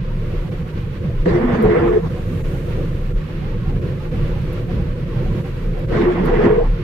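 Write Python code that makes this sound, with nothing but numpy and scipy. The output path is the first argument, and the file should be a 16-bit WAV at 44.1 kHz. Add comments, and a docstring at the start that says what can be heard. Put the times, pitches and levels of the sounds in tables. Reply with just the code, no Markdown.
"""A diesel engine booms inside the cab of a snowplough truck, and the floor rumbles with it.
Bumps in the road make panels drone and loose parts clatter, while slush hisses far off.
Twice the wiper drags up and back: its wet rubber sticks and slips, and the windscreen hums.
A few tiny, bright ticks sparkle on top."""
import sys
import numpy as np
from scipy import signal
from scipy.fft import rfft, irfft, next_fast_len
from scipy.io import wavfile
from scipy.ndimage import uniform_filter1d, map_coordinates

SR = 44100
rng = np.random.default_rng(int(sys.argv[2]) if len(sys.argv) > 2 else 0)


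def inscribe(sig):
    """Save sig as 16-bit PCM at rate SR to the path in sys.argv[1].

    A 1-D sig is mono; a 2-D sig holds one channel per row.
    Samples are clipped to [-1, 1] before scaling.
    """
    pcm = np.round(np.clip(np.atleast_2d(sig).T, -1, 1) * 32767)
    wavfile.write(sys.argv[1], SR, pcm.astype(np.int16))


N = 301203


def amp(db):
    return 10 ** (np.asarray(db) / 20)


def unit(x):
    """Scale a sound to an average (rms) level of 1."""
    return x / np.sqrt(np.mean(x ** 2) + 1e-20)


def along(points, hz):
    """Read a (pitch_hz, value) table between its rows, on a log pitch scale."""
    pitches, values = np.transpose(points)
    return np.interp(np.log(hz + 1), np.log(pitches + 1), values)


def curves(rows):
    """One value per sample for each column after the time."""
    time_s, *columns = np.transpose(rows)
    return [np.interp(np.arange(N) / SR, time_s, column) for column in columns]


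def wobble(rate):
    """A smooth curve through `rate` random values a second."""
    return map_coordinates(rng.standard_normal(int(N * rate / SR) + 4), [np.arange(N) * rate / SR])


def filtered(x, response):
    """Multiply each frequency in x by response(hz)."""
    size = next_fast_len(N + SR // 2)
    return irfft(rfft(x, size) * response(np.fft.rfftfreq(size, 1 / SR)), size)[..., :N]


def rush(spectrum, patchy_db):
    """Stereo noise with the given tone colour and random louder and softer patches."""
    # How alike left and right sound: pitch_hz, likeness (1 = the same)
    alike = [(60, 0.98), (150, 1), (300, 0.77), (600, 0.81), (1200, 0.21), (2500, 0.12), (7000, 0.12),
             (15000, 0.39)]
    grid = signal.stft(rng.standard_normal((2, N)), nperseg=512)[2]
    patches = uniform_filter1d(rng.standard_normal(grid.shape[1:]), size=5, axis=0)
    patches = uniform_filter1d(patches, size=8, axis=1)
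    noise = signal.istft(grid * amp(patchy_db * unit(patches)), nperseg=512)[1][:, :N]
    width = lambda hz: np.arccos(along(alike, hz)) / 2
    colour = lambda hz: amp(along(spectrum, hz)) * [np.cos(width(hz)), np.sin(width(hz))]
    mid, side = filtered(noise, colour)
    return unit(np.array([mid + side, mid - side]))


def tone(hz, skew):
    """A gliding sine wave, `skew` radians early on the left and late on the right."""
    phase = 2 * np.pi * (np.cumsum(hz) / SR + rng.random())
    return np.sqrt(2) * np.sin(phase + np.array([[skew], [-skew]]))


def squeaks(count, low_hz, high_hz, cycles):
    """Short gliding chirps at random moments and pitches."""
    when, pitch, glide, size, side = rng.random((count, 5)).T[..., None]
    hz = low_hz * (high_hz / low_hz) ** pitch
    age = np.arange(SR // 10)
    life = np.clip(age / SR * hz / cycles, 0, 1)
    phase = 2 * np.pi * cycles * life * (1 + .12 * (glide - .5) * life)
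    swell = np.sin(np.pi * life) ** 2 * amp(10.6 * size) * low_hz / hz
    at = ((when * N).astype(int) + age).ravel()
    chirps = [swell * np.sin(phase + turn * side) for turn in (-2, 2)]
    return unit(np.array([np.bincount(at, channel.ravel(), N + SR)[:N] for channel in chirps]))


def engine():
    """The cab air booms at the engine's firing rate; the floor rumbles above it."""
    # Running engine: time_s, firing_hz, boom_db, rumble_db
    running = [(0.0, 27.4, -46, -19.5), (0.04, 27.7, -22.5, -26), (0.28, 27.7, -22.5, -25),
               (0.32, 28.2, -34, -21.5), (0.38, 31.3, -20, -28.5), (0.44, 34.1, -31, -26.5),
               (0.51, 34, -44, -17.5), (0.57, 31.3, -19, -31), (0.63, 27.5, -30, -20.5),
               (0.7, 27.2, -36, -28), (0.78, 27.6, -21, -23.5), (0.97, 27.5, -36, -26.5),
               (1.06, 25.9, -32, -20), (1.22, 25.9, -14.5, -27), (1.25, 26.8, -36, -27),
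               (1.31, 26.5, -24.5, -17.5), (1.43, 26.4, -41, -27.5), (1.46, 27.3, -15, -39),
               (1.54, 28.9, -39, -16.5), (1.61, 32.8, -58, -35), (1.65, 34, -16, -21),
               (1.75, 38, -33, -26.5), (1.84, 38.2, -32.5, -19), (1.88, 37, -19, -27),
               (1.94, 38.4, -28, -25), (2.02, 32.7, -36, -27), (2.05, 29.36, -33, -19),
               (2.11, 28.76, -40, -22), (2.19, 29.0, -25, -24), (2.38, 29.63, -36, -21),
               (2.47, 28.8, -15.5, -25.5), (2.55, 29.2, -40, -22), (2.59, 29.0, -30, -25),
               (2.93, 28.93, -27, -20.5), (3.04, 30.2, -22.5, -28), (3.12, 32.9, -31, -22.5),
               (3.17, 33.3, -17.5, -26), (3.27, 32.35, -53, -24), (3.35, 29.3, -21, -28.5),
               (3.42, 27.86, -40, -18), (3.5, 27.63, -23.5, -25), (3.78, 27.45, -24, -20),
               (3.86, 27.85, -50, -21), (3.92, 29.55, -41, -22), (3.96, 30.6, -45, -22),
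               (4.07, 29.8, -21, -28), (4.15, 27.84, -36, -18.5), (4.22, 27.4, -18.5, -18.5),
               (4.55, 28, -38, -21.5), (4.6, 29, -22, -25), (4.77, 31.86, -41, -17),
               (4.91, 30.2, -20.5, -25), (4.94, 30.2, -36, -23), (5.02, 30.3, -31.5, -23.5),
               (5.29, 31.68, -26.5, -21), (5.34, 31.58, -20.5, -18), (5.44, 32.3, -38, -23),
               (5.5, 33.08, -26.5, -25), (5.69, 32.65, -20.5, -24), (5.71, 33.5, -24, -23),
               (5.78, 32.8, -28, -28), (5.9, 33.9, -30, -19), (6.03, 30.1, -28, -22.5),
               (6.18, 30.6, -26, -28.5), (6.3, 30.8, -21.5, -24), (6.43, 30.5, -22, -28),
               (6.47, 30.15, -32, -18.5), (6.54, 32.52, -18, -25), (6.66, 33.28, -16.5, -25.5),
               (6.73, 35.7, -17.5, -24.5), (6.79, 35.3, -30, -26.5), (6.83, 35.7, -22, -21.5)]
    # Tone colour of the floor: pitch_hz, level_db
    floor = [(12, -49), (20, -3.5), (38, -5), (59, -4.5), (156, 1), (230, -15), (300, -31.5), (510, -120)]
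    firing_hz, boom_db, rumble_db = curves(running)
    boom = amp(boom_db + 3.3 * wobble(15)) * tone(firing_hz + 1.475 * wobble(8), skew=.04)
    return boom + amp(rumble_db) * rush(floor, patchy_db=.23)


def road():
    """Bumps shake panels and loose parts together; slush sprays far off."""
    # Loudness of each sound (the first two in three stretches): time_s, level_db
    drone_levels = [
        [(0.0, -42), (0.012, -37.5), (0.348, -30), (0.472, -38.5), (0.486, -29), (0.548, -34.5), (0.932, -36.5),
         (1.062, -29.5), (1.09, -34.5), (1.24, -33.5)],
        [(2.08, -44), (2.1, -31), (2.71, -31.5), (2.79, -28.5), (3.08, -37.5), (3.11, -31.5), (3.26, -39),
         (3.28, -33), (3.43, -36.5), (3.56, -33.5), (3.59, -34), (3.89, -29), (4.01, -37), (4.02, -33),
         (4.33, -31), (4.42, -40), (4.46, -30.5), (5.19, -32.5), (5.22, -27), (5.29, -34), (5.35, -28.5),
         (5.5, -34.5), (5.89, -29.5)],
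        [(6.7, -36), (6.73, -34), (6.822, -32), (6.83, -39.5)],
    ]
    clatter_levels = [
        [(0.0, -45), (0.182, -44.5), (0.382, -41), (0.454, -44), (0.482, -43.5), (0.51, -53), (0.52, -42),
         (0.614, -44), (0.628, -44.5), (0.638, -48.5), (0.708, -41.5), (0.718, -47.5), (0.78, -40.5),
         (0.828, -44.5), (0.976, -42.5), (0.994, -48.5), (1.042, -42), (1.142, -45.5), (1.232, -42),
         (1.24, -45.5)],
        [(2.08, -47.5), (2.11, -42), (2.26, -44), (2.41, -42), (2.43, -53), (2.45, -40.5), (2.49, -42.5),
         (2.6, -43), (2.64, -44.5), (2.73, -40), (2.89, -43), (2.9, -44), (2.95, -44), (3.12, -44.5),
         (3.13, -53), (3.18, -42), (3.23, -43.5), (3.5, -42.5), (3.66, -43.5), (3.7, -42.5), (3.72, -46.5),
         (3.77, -41), (3.81, -51), (3.82, -42.5), (3.92, -42), (3.95, -44.5), (4.06, -42.5), (4.11, -50),
         (4.12, -41), (4.25, -40), (4.44, -42.5), (4.46, -41), (4.59, -40.5), (4.68, -46), (4.71, -39.5),
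         (4.82, -43), (4.93, -43.5), (4.94, -47), (5.04, -42), (5.05, -45), (5.07, -43.5), (5.21, -40),
         (5.26, -42), (5.39, -40.5), (5.43, -47.5), (5.45, -41), (5.53, -43), (5.63, -43.5), (5.72, -44.5),
         (5.74, -43.5), (5.85, -43), (5.87, -54), (5.89, -40)],
        [(6.7, -43.5), (6.8, -40.5), (6.83, -40.5)],
    ]
    hiss_levels = [(0.0, -77), (0.17, -72.5), (0.3, -70.5), (0.97, -72.5), (1.86, -71), (2.49, -66),
                   (2.64, -67.5), (3.12, -71), (3.44, -73.5), (4.03, -71), (4.57, -70), (4.87, -72.5),
                   (5.14, -72.5), (5.36, -69), (5.73, -72), (6.28, -73), (6.49, -73), (6.83, -74)]
    # Tone colours: pitch_hz, level_db
    panels = [(120, -49), (200, -10.5), (268, -9), (312, -7.5), (356, -2), (397, -10), (446, -6.5),
              (488, -3), (547, -10.5), (580, -14), (700, -25), (910, -56), (1540, -120)]
    loose_parts = [(360, -58), (620, -36), (715, -8.5), (1090, 1.5), (1240, -1.5), (1340, -1), (1440, -1),
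                   (2650, -5), (4600, -15), (6000, -24), (7800, -65), (13200, -120)]
    spray = [(4500, -56.5), (5500, -17.5), (7070, -16), (7700, -22), (8300, -17), (9900, -25.5),
             (10600, -18), (12500, -16.5), (14800, -30), (15300, -28.5), (15900, -28)]
    drone_db, = curves(np.concatenate(drone_levels))
    clatter_db, = curves(np.concatenate(clatter_levels))
    hiss_db, = curves(hiss_levels)
    shake = wobble(23)
    jolt_db = clatter_db - np.mean(clatter_db)  # a jolt reaches the panels and the hiss too
    drone = amp(drone_db + .43 * jolt_db + .4 * shake) * rush(panels, patchy_db=1.2)
    trim = squeaks(count=900, low_hz=700, high_hz=4480, cycles=39.6)  # loose trim chirps faintly
    clatter = amp(clatter_db + .53 * shake) * (rush(loose_parts, patchy_db=.3) + .63 * trim)
    hiss = amp(hiss_db + 11 + .26 * jolt_db + .5 * shake) * rush(spray, patchy_db=.8)
    return drone + clatter + hiss


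def ticks():
    """Short bright puffs of noise with a sharp start."""
    # Each tick: start_s, level_db, fade_s (time to fall by 60 dB)
    puffs = [(1.626, -56.5, 0.07), (4.229, -73, 0.058), (4.529, -61.5, 0.061), (5.7914, -67, 0.05),
             (6.255, -58, 0.062)]
    # Their tone colour: pitch_hz, level_db
    colour = [(4000, -28), (6000, -22.5), (8500, -26), (10500, -12.5), (13000, -11), (15800, -18.5)]
    loudness, t = np.zeros(N + SR), np.arange(SR // 8) / SR
    for start_s, level_db, fade_s in puffs:
        loudness[round(start_s * SR):][:len(t)] += amp(level_db + 16.5 - 60 * t / fade_s)
    return loudness[:N] * rush(colour, patchy_db=5)


def windscreen(notes):
    """The glass hums at four wavering pitches as the blade catches and lets go."""
    columns = curves(notes)
    return sum(amp(db + 4 * wobble(40)) * tone(hz * (1 + .01537 * wobble(50)), skew)
               for hz, db, skew in zip(columns[0::2], columns[1::2], (.15, .4, .7, .9)))


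def wiper():
    """Wet rubber sticks and slips on the glass: it rubs, squeaks, scrapes and fizzes."""
    # Blade loudness, one list per wipe: time_s, drag_db, scrape_db, fizz_db (both added to drag_db)
    wipes = [
        [(1.255, -31, 8, -11), (1.271, -32, -7.5, -19), (1.291, -27, -3, -15.5), (1.471, -30.5, -5, -26),
         (1.523, -26.5, -2.5, -22), (1.591, -30, -6.5, -23), (1.619, -30, -3, -19), (1.639, -26, -9, -25),
         (1.675, -28.5, -4, -21), (1.779, -26.5, -4.5, -26.5), (1.787, -28.5, -3, -24), (1.909, -30, -7, -23.5),
         (2.025, -43, -2.5, -15), (2.055, -40, -8, -16), (2.1, -42, -6, -12)],
        [(5.905, -51, -13, -25), (5.923, -27.5, -6, -18), (6.017, -29, 0, -18), (6.091, -27.5, -9, -33),
         (6.135, -36.5, 0, -16), (6.159, -26, -5.5, -30), (6.211, -32, -5, -30), (6.257, -30, -7, -19),
         (6.317, -25.5, -9.5, -31), (6.337, -28.5, -2, -23), (6.461, -23.5, -6.5, -24.5),
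         (6.477, -24.5, -8, -31), (6.565, -35.5, -3, -29), (6.631, -35.5, -9, -30), (6.7, -42, -7, -22)],
    ]
    # Glass notes, one list per wipe: time_s, then four pairs of pitch_hz, level_db
    hums = [
        [(1.255, 186.8, -39.5, 322.7, -28, 424.6, -41, 484, -29),
         (1.279, 175.8, -16.5, 323.3, -23.5, 400.5, -16, 478, -23),
         (1.317, 163.1, -23.5, 327.3, -25.5, 403, -32, 470, -31),
         (1.359, 164.3, -28.5, 356.3, -17, 431.3, -23, 527, -27),
         (1.409, 248.7, -28.5, 350.2, -25, 451, -35, 509.5, -26),
         (1.501, 238.4, -20, 343.6, -30, 468.6, -29, 471, -37),
         (1.553, 241.6, -24, 357.4, -33.5, 438.2, -28, 477.3, -31),
         (1.635, 210.5, -23.5, 352.8, -30.5, 415.3, -23.5, 479, -28),
         (1.691, 199.4, -20, 346.3, -24, 443, -15, 470.7, -20),
         (1.727, 175.6, -42.5, 351, -16.5, 411.8, -21, 478, -28),
         (1.779, 161.6, -19, 331.9, -35, 428.6, -17, 487, -19),
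         (1.809, 168.3, -29.5, 337, -22, 452.3, -26.5, 482, -24),
         (1.975, 151.7, -40.5, 369, -20, 423.4, -18, 470.3, -24),
         (2.021, 165.3, -28.5, 332.6, -51, 455, -28, 477.6, -34), (2.1, 151, -36, 346, -43, 456, -48, 503, -44)],
        [(5.905, 186.4, -29, 324, -35, 467, -31, 473.0, -40),
         (5.953, 159.2, -30, 321.8, -24, 450, -27, 469.5, -29),
         (6.027, 159.1, -29.5, 350.4, -23, 409.8, -21.5, 506, -33),
         (6.103, 160.1, -25.5, 351, -15.5, 461.7, -35.5, 480, -34),
         (6.171, 167.5, -30.5, 345.3, -27.5, 415.6, -33, 502, -48),
         (6.211, 191, -20.5, 369.4, -29, 413.7, -29, 477, -30),
         (6.267, 158.3, -29.5, 350.3, -23.5, 432, -31, 468, -24),
         (6.303, 163.6, -33, 343.1, -31, 467.7, -30, 491, -22),
         (6.341, 158.4, -33, 336.5, -28.5, 419.7, -20.5, 474, -21),
         (6.477, 158.2, -34, 350.3, -19.5, 417.3, -18.5, 480.6, -25),
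         (6.547, 199.3, -26, 351, -29, 440, -22, 475.8, -26),
         (6.585, 193.7, -37, 351.7, -32, 444, -14.5, 474, -19),
         (6.627, 144.6, -40, 384.4, -44, 450, -28, 470, -31),
         (6.663, 154.4, -33.5, 340.8, -57, 459, -58, 470, -56), (6.7, 150, -18, 329, -41, 464, -36, 480, -30)],
    ]
    # Tone colours of the wet blade: pitch_hz, level_db
    rub_colour = [(76, -61.5), (130, -20.5), (150, -6), (233, -2.5), (298, -11), (347, -0.5), (385, -12),
                  (426, -7), (603, -16.5), (662, -12), (863, -17.5), (1080, -14.5), (1500, -25.5),
                  (1950, -71), (3300, -120)]
    scrape_colour = [(880, -27), (1500, -10), (1880, -6.5), (2580, -19), (2980, -21.5), (3500, -25.5),
                     (4550, -58.5), (7700, -120)]
    fizz_colour = [(2060, -31), (3500, -3.5), (4600, -9.5), (7450, -21), (8280, -23.5), (10000, -27),
                   (13000, -56), (22000, -120)]
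    out, t = np.zeros((2, N)), np.arange(N) / SR
    judder = amp(1.4 * wobble(45))
    rub = judder * rush(rub_colour, patchy_db=2.7)
    squeak = squeaks(count=420, low_hz=561.3, high_hz=2295, cycles=43)
    scrape = judder * rush(scrape_colour, patchy_db=1.6)
    fizz = judder * rush(fizz_colour, patchy_db=3.5)
    for wipe, notes in zip(wipes, hums):
        start_s, end_s = wipe[0][0], wipe[-1][0]
        moving = np.clip(np.minimum((t - start_s) / .0052, (end_s - t) / .026), 0, 1)  # fade in, out
        drag_db, scrape_db, fizz_db = curves(wipe)
        drag = amp(7.5) * rub + amp(-3.5) * squeak + amp(scrape_db) * scrape + amp(fizz_db) * fizz
        out += moving * (amp(drag_db) * drag + windscreen(notes))
    return out


def scene():
    return engine() + road() + wiper() + ticks()


def record(dry):
    """Two microphones differ in level and timing; the deepest bass and highest treble are cut."""
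    # Left level minus right: pitch_hz, level_db
    louder = [(60, 0), (150, -2.5), (380, 0.5), (950, -2.5), (2380, -4.5), (5980, 0.5), (15000, 0.5)]
    # How much sooner the left hears: pitch_hz, lead_s
    lead = [(250, 0), (700, 0), (3000, 0), (6000, 0.0035)]
    bottom_hz, top_hz = 18, 15850
    half = np.array([[.5], [-.5]])
    balance = lambda hz: amp(half * along(louder, hz))
    timing = lambda hz: np.exp(2j * np.pi * hz * half * along(lead, hz))
    band = lambda hz: (hz < top_hz) / np.sqrt(1 + (bottom_hz / (hz + 1)) ** 6)
    return filtered(dry, lambda hz: balance(hz) * timing(hz) * band(hz))


dry = scene()
out = record(dry)
inscribe(out)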